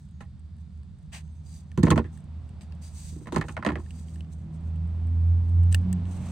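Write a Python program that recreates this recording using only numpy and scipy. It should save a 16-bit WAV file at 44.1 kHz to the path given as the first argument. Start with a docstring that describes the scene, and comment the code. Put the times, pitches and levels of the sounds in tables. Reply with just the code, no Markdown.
"""Outdoors, far traffic (banded noise) and a nearing vehicle (boom, overtones, rumble, roar) sound throughout.
Hands work wire cutters close to a phone: wire rubs as uneven noise, and steel ticks as resonant bursts.
Small birds peep as gliding tones near 0.1 s and 1.3 s; loose cable knocks a hollow metal deck at 0.2 s, then
tumbles on it near 1.9 s and 3.5 s, as decaying modes with noisy rattles. The loudest snip comes near 5.75 s,
as the tyre roar still grows."""
import sys
import numpy as np
from scipy import signal
from scipy.fft import rfft, irfft, next_fast_len
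from scipy.io import wavfile
from scipy.ndimage import uniform_filter1d

SR = 44100
rng = np.random.default_rng(int(sys.argv[2]) if len(sys.argv) > 2 else 0)


def file_out(sig):
    """Save sig as 16-bit WAV at sys.argv[1]."""
    # one column per channel
    cols = np.atleast_2d(sig).T
    # limit, then scale
    lim = np.clip(cols, -1, 1)
    pcm = np.round(lim * 32767).astype(np.int16)
    wavfile.write(sys.argv[1], SR, pcm)


N = 278334

# In band tables, width_hz is that of one pass (bands() makes two) and level_db is relative within the table.
# Far traffic spectrum before scaling: centre_hz, level_db (relative)
TRAFFIC_SPECTRUM = [(25, -27), (59, -4), (80, 1), (108, -11.5), (166, -1.5), (215, -22.5), (270, -39),
                    (450, -45), (1260, -45), (3000, -54.5), (4000, -45.5), (5200, -57.5), (8300, -62),
                    (10500, -72.5), (16000, -91)]
# Stereo breadth of the traffic: centre_hz, side_over_mid (ratio)
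TRAFFIC_BREADTH = [(30, 1.2), (100, .12), (300, .3), (600, .7), (1200, .4), (5000, 0.49), (14000, .9)]
# Vehicle course: start_s, firing_rate_hz, boom_db, growl_db
VEHICLE_COURSE = [(0, 78, -47, -58), (1.1, 77, -48, -56), (1.7, 80, -46, -55), (2.2, 79.3, -48, -48),
                  (2.33, 79.5, -36, -49), (2.6, 79.4, -43, -48), (2.7, 79.5, -38, -50),
                  (2.95, 80, -39, -51), (3.25, 78, -48, -46), (3.85, 80.5, -38, -47),
                  (4.22, 79.6, -36, -44), (4.27, 79.3, -45, -45), (4.38, 79.5, -36, -45),
                  (4.47, 81.4, -52, -43), (4.66, 81.5, -29, -42), (4.95, 83.2, -27, -42),
                  (5.32, 85.3, -18, -39), (5.46, 85.8, -24, -39), (5.6, 86.7, -16, -38),
                  (5.78, 88.3, -20, -38), (5.87, 88.2, -28, -34), (6.06, 88.6, -29, -37),
                  (6.31, 88, -37, -38)]
# Exhaust overtones: multiple_of_firing_rate, level_db (relative to the growl)
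EXHAUST_OVERTONES = [(1.5, -9), (2, 0.5), (2.5, -15), (3, -13.5), (4, -24)]
# Body rumble: centre_hz, width_hz, level_db
BODY_RUMBLE = [(60, 26, 2), (111.1, 62, -1), (184, 73, -4)]
# Tyre noise colour: centre_hz, width_hz, level_db
TYRE_BANDS = [(290, 73, 5.5), (420, 370, -1), (665, 870, 19.5), (1050, 1300, 0), (1917.5, 2200, 3),
              (3797, 2500, -24)]
# Tyre roar course: time_s, level_db
TYRE_COURSE = [(0, -81.5), (1.7, -71), (2.2, -65), (2.9, -66.5), (3.9, -67.5), (4.5, -65), (5, -60.5),
               (5.5, -59.5), (5.9, -56), (6.31, -54.5)]
# Whine tones: pitch_hz, level_db (before the swell)
WHINE_TONES = [(9518, -83), (9685, -83)]
# Rise and fall of the whine: time_s, gain_db
WHINE_COURSE = [(4.5, -30), (4.8, -13), (5.2, -4), (5.72, -2), (5.85, -30)]
# Wire sliding through fingers and jaws: start_s, rise_s, hold_s, fade_s, hiss_db, scrape_db, strand_db
WIRE_RUBS = [(1.118, .015, .045, .045, -57, -51, -64), (1.435, .04, .1, .07, -64, -73, -68),
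             (2.115, .015, .02, .08, -70, -85, -90), (2.605, .008, .01, .06, -67, -65, -70),
             (2.81, .014, .06, .05, -60, -68, -64), (2.9, .07, .08, .2, -56, -66, -65),
             (3.44, .025, .06, .03, -68, -72, -80), (3.78, .015, .2, .05, -69, -75, -75),
             (3.98, .06, .15, .04, -73, -80, -80), (4.3, .02, .015, .015, -71, -85, -95),
             (4.525, .015, .02, .02, -72, -85, -95), (5.712, .01, .008, .02, -53, -56, -70),
             (5.745, .003, .008, .04, -61, -57, -72), (6.06, .08, .03, .06, -63, -67, -78),
             (6.2, .06, .05, .05, -64, -66, -78)]
# Sheath hiss: centre_hz, width_hz, level_db
HISS_BANDS = [(4100, 1100, 3.5), (6330, 1450, 3), (7400, 3850, 3.5), (9750, 1500, -27), (14300, 2500, -5)]
# Jaw scrape: centre_hz, width_hz, level_db
SCRAPE_BANDS = [(1000, 900, 6), (1860, 1650, 8), (2480, 1150, 2.5), (3800, 1600, -18)]
# Singing strand: centre_hz, width_hz, level_db
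STRAND_BANDS = [(4720, 220, 0)]
# Bird peeps: start_s, length_s, first_pitch_hz, last_pitch_hz, level_db
BIRD_PEEPS = [(.09, .15, 6600, 6520, -82), (1.22, .12, 6480, 6330, -79), (1.35, .07, 6220, 6480, -80),
              (1.22, .055, 8250, 7900, -85), (1.3, .055, 8020, 8690, -83)]
# Cable falls: start_s, rattle_db, boom_db, tick_db, boom_centre_hz, rattle_centre_hz
CABLE_FALLS = [(0.206, -37, -43, -49, 205, 1760), (1.776, -27, -13, -34, 172, 1095),
               (1.793, -44, -15, -49, 143, 610), (1.831, -20, -3, -25, 178, 654),
               (1.853, -31, -30, -36, 128, 662), (1.869, -17, -17, -48, 161, 690),
               (1.884, -33, -15, -42, 166, 608), (1.904, -19, -10, -17, 126, 1810),
               (1.912, -13, -12, -41, 264, 980), (1.925, -21, -13, -42, 172, 1070),
               (1.959, -25, -13, -41, 127, 1231), (1.977, -13, -15, -35, 145, 896),
               (1.989, -24, -16, -59, 229, 800), (2.043, -41, -27, -60, 118, 1800),
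               (3.12, -62, -40, -66, 200, 700), (3.159, -58, -35, -60, 213, 649),
               (3.21, -56, -38, -62, 300, 650), (3.258, -42, -40, -55, 215, 1080),
               (3.271, -32, -34, -46, 164, 1200), (3.323, -29, -23, -35, 266, 740),
               (3.345, -31, -25, -35, 129, 1056), (3.361, -16, -16, -27, 188, 900),
               (3.381, -27, -18, -32, 156, 937), (3.412, -22, -31, -33, 339, 1660),
               (3.44, -36, -33, -55, 161, 1087), (3.484, -31, -36, -38, 127, 1420),
               (3.492, -33, -38, -60, 207, 1500), (3.567, -22, -31, -55, 126, 1310),
               (3.589, -35, -29, -61, 127, 1020), (3.626, -24, -37, -60, 145, 1352),
               (3.649, -18, -26, -32, 230, 950), (3.664, -14, -15, -34, 256, 1070),
               (3.674, -25, -22, -48, 215, 1447), (3.689, -21, -20, -50, 148, 1030),
               (3.719, -30, -24, -49, 140, 678), (3.756, -24, -28, -50, 300, 1500),
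               (3.784, -37, -30, -66, 169, 1000)]
# Deck sheet modes: pitch_hz, level_db (relative), t60_s
DECK_MODES = [(57.73, -8.5, 0.47), (77, 0.5, 0.27), (110.5, 1.5, 0.103), (158.7, 0.5, 0.13),
              (188, -1.5, 0.093), (227.3, 1.5, 0.11), (297, 0.5, 0.13), (347.5, 1.5, 0.12),
              (389.2, 3, 0.079), (478.6, 2.5, 0.089)]
# Rattle on the deck: centre_hz, width_hz, level_db
RATTLE_BANDS = [(647.5, 240, 10), (827, 68, 6.5), (919, 224, 11.5), (1022, 153, 8.5), (1250, 300, -5),
                (1317, 105, 2), (1407, 420, 6.5), (1724, 450, 6), (2044, 540, -8), (2400, 300, -5),
                (2887, 220, -13), (3576, 320, -13.5)]
# Cable end on steel: centre_hz, width_hz, level_db
CABLE_END_BANDS = [(3980, 3200, 7.5), (6160, 1800, 4), (7740, 6000, -7), (10160, 1200, -28),
                   (14500, 2300, -23)]
# Cutter contacts: start_s, handles_db, jaws_db, ring_centre_hz
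CUTTER_TICKS = [(0.832, -57, -61, 1818), (1.1281, -44, -52, 1933), (1.1345, -40, -55, 1750),
                (1.2775, -58, -61, 1810), (1.7167, -44, -52, 1770), (2.1745, -50, -49, 1820),
                (2.4914, -52, -56, 3127), (2.6099, -45, -58, 2103), (2.7227, -44, -58, 2514),
                (3.8621, -49, -63, 1978), (3.907, -38, -46, 2912), (4.084, -48, -69, 1903),
                (4.1585, -47, -55, 1552), (4.2071, -40, -60, 3020), (4.2467, -52, -70, 2603),
                (4.7588, -52, -58, 3083), (5.07, -53, -60, 1730), (5.6336, -49, -48, 1500),
                (5.7258, -30, -31, 2420), (5.7458, -17, -21, 1780), (5.9282, -34, -31, 2052),
                (6.0544, -44, -65, 1830)]
# Gripped handles: centre_hz, width_hz, level_db
HANDLE_BANDS = [(800, 900, -7), (1806, 235, 1), (2210, 1400, -2.5), (2805, 652, 0.5), (3620, 2100, -9),
                (4470, 600, -9)]
# Bright jaws: centre_hz, width_hz, level_db
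JAW_BANDS = [(6475, 1300, -10), (8030, 850, -5), (9353, 990, -9), (10530, 730, -6), (15400, 3400, -13)]

SIDES = np.array([[1], [-1]])  # left, right
TRAFFIC_DB, FAR_LEFT_DB = -44.5, -1.9  # traffic rms; left over right of all far sounds
# the weaker the note arrives, the more it comes and goes
FADING_DB, STEADY_ABOVE_DB, FADING_PER_DB = .44, -32, .25
RUB_FADE_DB = 18  # gained over the rise, lost over the fade
RESTLESS_DB, RESTLESS_SWING_DB = -89, 5.5  # the fingers never hold quite still
RATTLE_T60_S, SOFTER_S_PER_DB = .06, .002  # t60 of a -13 dB fall; softer falls slither on for longer
DECK_LEFT_DB, DECK_SCATTER_DB = -1.5, 1.5
TICK_T60_S, TICK_SCATTER_DB = .022, 1.5
FIDGET_COUNT, FIDGET_DB = 30, -66  # faint stray ticks of the pivot and the base of their random levels
JAWS_HZ, DULLER_PER_DB = 8000, .3  # a light tick rings mainly here (dB per octave, per dB of softness)
PORT_HZ, PORT_WIDTH_HZ, PORT_DB = 8300, 600, 6  # microphone inlet; level of the added band
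BASS_CUT_HZ, TOP_HZ = 45., 16000


def undb(db):
    """Decibels are logarithmic: 20 dB is a tenfold amplitude."""
    return np.exp(np.asarray(db) * (np.log(10) / 20))


def unit(x):
    """Root-mean-square normalisation to 1."""
    return x / np.sqrt(np.mean(x ** 2))


def noise():
    """White noise: equal power at all frequencies."""
    return rng.standard_normal(N)


def band(x, hz, width):
    """Simple resonance: a two-pole band-pass with gain 1 at the centre."""
    return signal.lfilter(*signal.iirpeak(hz, hz / width, SR), x)


def bands(x, table):
    """Parallel resonances: a sum of two-pole band-passes, each taken twice for steepness."""
    size = next_fast_len(x.shape[-1] + 2048)  # room for ringing
    z = np.exp(-2j * np.pi * np.arange(size // 2 + 1) / size)  # delay of one sample
    gain = 0
    for hz, width, db in table:
        b, a = signal.iirpeak(hz, hz / width, SR)
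        one_pass = b[0] * (1 - z * z) / (1 + (a[1] + a[2] * z) * z)
        gain = gain + undb(db) * one_pass ** 2
    return irfft(rfft(x, size) * gain, size)[..., :x.shape[-1]]


def on_log(hz, table):
    """Interpolation on a logarithmic frequency axis."""
    centres, values = np.array(table).T
    return np.interp(np.log(hz), np.log(centres), values)


def over_time(t, table):
    """Linear interpolation of a (time, value) course."""
    return np.interp(t, *np.transpose(table))


def walk(rate):
    """Slow random modulation: levels held 1 / rate s and slewed twice, spread near 1."""
    k = int(SR / rate)
    steps = np.repeat(rng.standard_normal(N // k + 1), k)
    return 1.303 * uniform_filter1d(uniform_filter1d(steps, k), k)[:N]


def add(out, s, left, right, db, pan_db):
    """Superposition: place an event by its peak level, then pan left over right."""
    i = int(s * SR)
    pair = np.array([left, right])[:, :N - i]
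    out[:, i:i + pair.shape[1]] += pair * undb(db + pan_db * SIDES / 2) / np.abs(pair).max()


def near(hz, centre, db_per_octave):
    """Modal excitation: a blow favours the modes around one pitch; the rest is chance."""
    return -db_per_octave * np.abs(np.log2(hz / centre)) + 2.67 * rng.standard_normal()


def favoured(table, centre, db_per_octave):
    """Modal excitation of a whole band table."""
    return [(hz, width, db + near(hz, centre, db_per_octave)) for hz, width, db in table]


def burst(t, t60, table, spread, grit_db, tail_db):
    """Impact excitation of resonances: a sharp contact, then a dying uneven scatter, partly unlike at the ports."""
    uneven = np.repeat(rng.standard_normal(len(t) // 40 + 1), 40)[:len(t)]
    tail = undb(tail_db) * undb(grit_db * uneven) * 1000. ** (-t / max(t60, .003))
    mid, side = rng.standard_normal((2, len(t))) * (np.exp(-t / 0.00056) + tail)
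    return bands(np.array([mid + spread * side, mid - spread * side]), table)


def traffic():
    """Incoherent superposition: third-octave noise bands swell together and flicker alone."""
    out, swell = 0, walk(0.99)
    hiss = rng.standard_normal((3, 2, N))  # adjacent bands draw on separate noises
    for k, hz in enumerate(28 * 2 ** (np.arange(28) / 3)):
        three_passes = np.tile(np.concatenate(signal.iirpeak(hz, 3, SR)), (3, 1))
        mid, side = signal.sosfilt(three_passes, hiss[k % 3])
        gain = undb(on_log(hz, TRAFFIC_SPECTRUM) + 1.8 * swell + 0.45 * walk(3.9))
        out = out + gain * (mid + on_log(hz, TRAFFIC_BREADTH) * side * SIDES)
    return unit(out) * undb(TRAFFIC_DB)


def vehicle():
    """Harmonic and broadband radiation: a wavering exhaust note and overtones, rumble, tyre roar, thin whine."""
    t = np.arange(N) / SR
    times, *courses = np.array(VEHICLE_COURSE).T
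    hz, boom_db, growl_db = (np.interp(t, times, course) for course in courses)
    fading_db = FADING_DB + FADING_PER_DB * np.maximum(STEADY_ABOVE_DB - boom_db, 0)
    phase = 2 * np.pi * np.cumsum(hz * (1 + 0.00588 * walk(12))) / SR
    note = np.sqrt(2) * undb(boom_db + fading_db * walk(12)) * np.sin(phase)
    rumble = undb(growl_db - 3.0) * unit(bands(noise(), BODY_RUMBLE))
    drone = note + rumble
    for k, db in EXHAUST_OVERTONES:  # paths past houses add and cancel, each overtone on its own
        drone = drone + undb(growl_db + db + 4.3 * walk(12)) * np.sin(k * phase + 1.33 * walk(14))
    mid, side = (unit(bands(noise(), TYRE_BANDS)) * undb(walk(8)) for _ in range(2))
    roar = undb(over_time(t, TYRE_COURSE)) * (mid + .5 * side * SIDES)
    whine = sum(undb(db) * np.sin(2 * np.pi * pitch * t) for pitch, db in WHINE_TONES)
    return drone + whine * undb(over_time(t, WHINE_COURSE)) + roar


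def rubbing():
    """Uneven friction: fine hiss from the sheath, coarser scrape from the jaws, a strand that sings along."""
    t, gains = np.arange(N) / SR, np.zeros((3, N))
    for s, rise, hold, fade, *dbs in WIRE_RUBS:
        ends = s + np.cumsum([0, rise, hold, fade])
        shape = undb(np.interp(t, ends, [-RUB_FADE_DB, 0, 0, -RUB_FADE_DB]))
        gains += undb(dbs)[:, None] * shape * ((t > ends[0]) & (t < ends[-1]))
    gains[0] += undb(RESTLESS_DB + RESTLESS_SWING_DB * walk(14))
    grain = undb(1.2 * walk(300) + .7 * walk(45))
    gains = gains * undb(1.5 * walk(25) + 1.2 * walk(120))  # the pull is never even
    out = 0
    for table, gain in zip((HISS_BANDS, SCRAPE_BANDS, STRAND_BANDS), gains):
        mid, side = (unit(bands(grain * noise(), table)) for _ in range(2))
        out = out + gain * (mid + 0.68 * side * SIDES)
    return out


def bird():
    """Frequency and amplitude modulation: thin gliding peeps flutter a little."""
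    out, flutter = np.zeros(N), undb(2. * walk(122))
    for s, length, first_hz, last_hz, db in BIRD_PEEPS:
        i, u = int(s * SR), np.linspace(0, 1, int(length * SR))
        tone = np.sin(2 * np.pi * np.cumsum(first_hz + (last_hz - first_hz) * u) / SR)
        out[i:i + len(u)] += np.sqrt(2) * undb(db) * np.sin(np.pi * u) ** .6 * tone
    return out * flutter


def boom(t, centre):
    """Plate vibration: the sheet swells over a few ms as bending waves spread, its modes out of step."""
    left = rng.uniform(0, 2 * np.pi, len(DECK_MODES))
    turn = rng.uniform(-np.pi, np.pi, len(DECK_MODES))
    right = left + turn * np.array(DECK_MODES)[:, 0] / 1500  # short waves differ more between the ports
    swell = 1 - np.exp(-(t / 0.0052) ** 2)
    pair = np.zeros((2, len(t)))
    for (hz, db, t60), *phases in zip(DECK_MODES, left, right):
        fall = undb(db + near(hz, centre, 9.4)) * 1000. 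** (-t / t60)
        pair += fall * np.sin(2 * np.pi * hz * t + np.array(phases)[:, None])
    return swell * pair


def cable():
    """Impact on a plate: each fall booms the sheet, rattles on it and starts with a bright tick."""
    out, t = np.zeros((2, N)), np.arange(7000) / SR
    for s, db, boom_db, tick_db, boom_hz, rattle_hz in CABLE_FALLS:
        t60 = RATTLE_T60_S + SOFTER_S_PER_DB * (-13 - db)
        pan_db = DECK_LEFT_DB + DECK_SCATTER_DB * rng.standard_normal()
        add(out, s, *boom(t, boom_hz), boom_db, -3.)
        rattle = burst(t[:4000], t60, favoured(RATTLE_BANDS, rattle_hz, 4.2), 0.42, 4.6, -9.5)
        add(out, s, *rattle, db, pan_db)
        tick = burst(t[:3000], 0.81 * t60, CABLE_END_BANDS, 0.79, 4.1, -4.0)
        add(out, s, *tick, tick_db, pan_db)
    return out


def stray_ticks():
    """Random impacts: pivot ticks at chance times, levels and ring centres."""
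    return [(a * (N - 99) / SR, FIDGET_DB - 5.5 + 8 * b, FIDGET_DB + 8 * c, 1500 + 1600 * d)
            for a, b, c, d in rng.random((FIDGET_COUNT, 4))]


def cutters():
    """Damped resonance: a brief gritty snap, rung dry by the gripped handles and brightly by the jaws."""
    out, t = np.zeros((2, N)), np.arange(2500) / SR
    for s, db, bright_db, ring_hz in CUTTER_TICKS + stray_ticks():
        pan_db = TICK_SCATTER_DB * rng.standard_normal()
        handles = favoured(HANDLE_BANDS, ring_hz, 5.2)
        add(out, s, *burst(t, TICK_T60_S, handles, 0.46, 4.7, -11.5), db, pan_db)
        jaws = favoured(JAW_BANDS, JAWS_HZ, DULLER_PER_DB * (-20 - bright_db))
        add(out, s, *burst(t, TICK_T60_S, jaws, 1.0, 3., -9.0), bright_db, pan_db)
    return out


def scene():
    """Linear superposition: far sounds share a tilt to the right, close sounds add to them."""
    far = (traffic() + vehicle() + bird()) * undb(FAR_LEFT_DB * SIDES / 2)
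    return far + rubbing() + cable() + cutters()


def record(dry):
    """Inlet resonance and band limiting: a narrow treble band lifts; the phone drops deep bass and cuts the top."""
    heard = dry + undb(PORT_DB) * band(dry, PORT_HZ, PORT_WIDTH_HZ)
    heard[0] = np.roll(heard[0], 1)  # the left port lies a finger's width further off
    heard = signal.sosfilt(signal.butter(2, BASS_CUT_HZ, "high", fs=SR, output="sos"), heard)
    return signal.sosfilt(signal.ellip(10, .2, 70, TOP_HZ, fs=SR, output="sos"), heard)


dry = scene()
out = record(dry)
file_out(out)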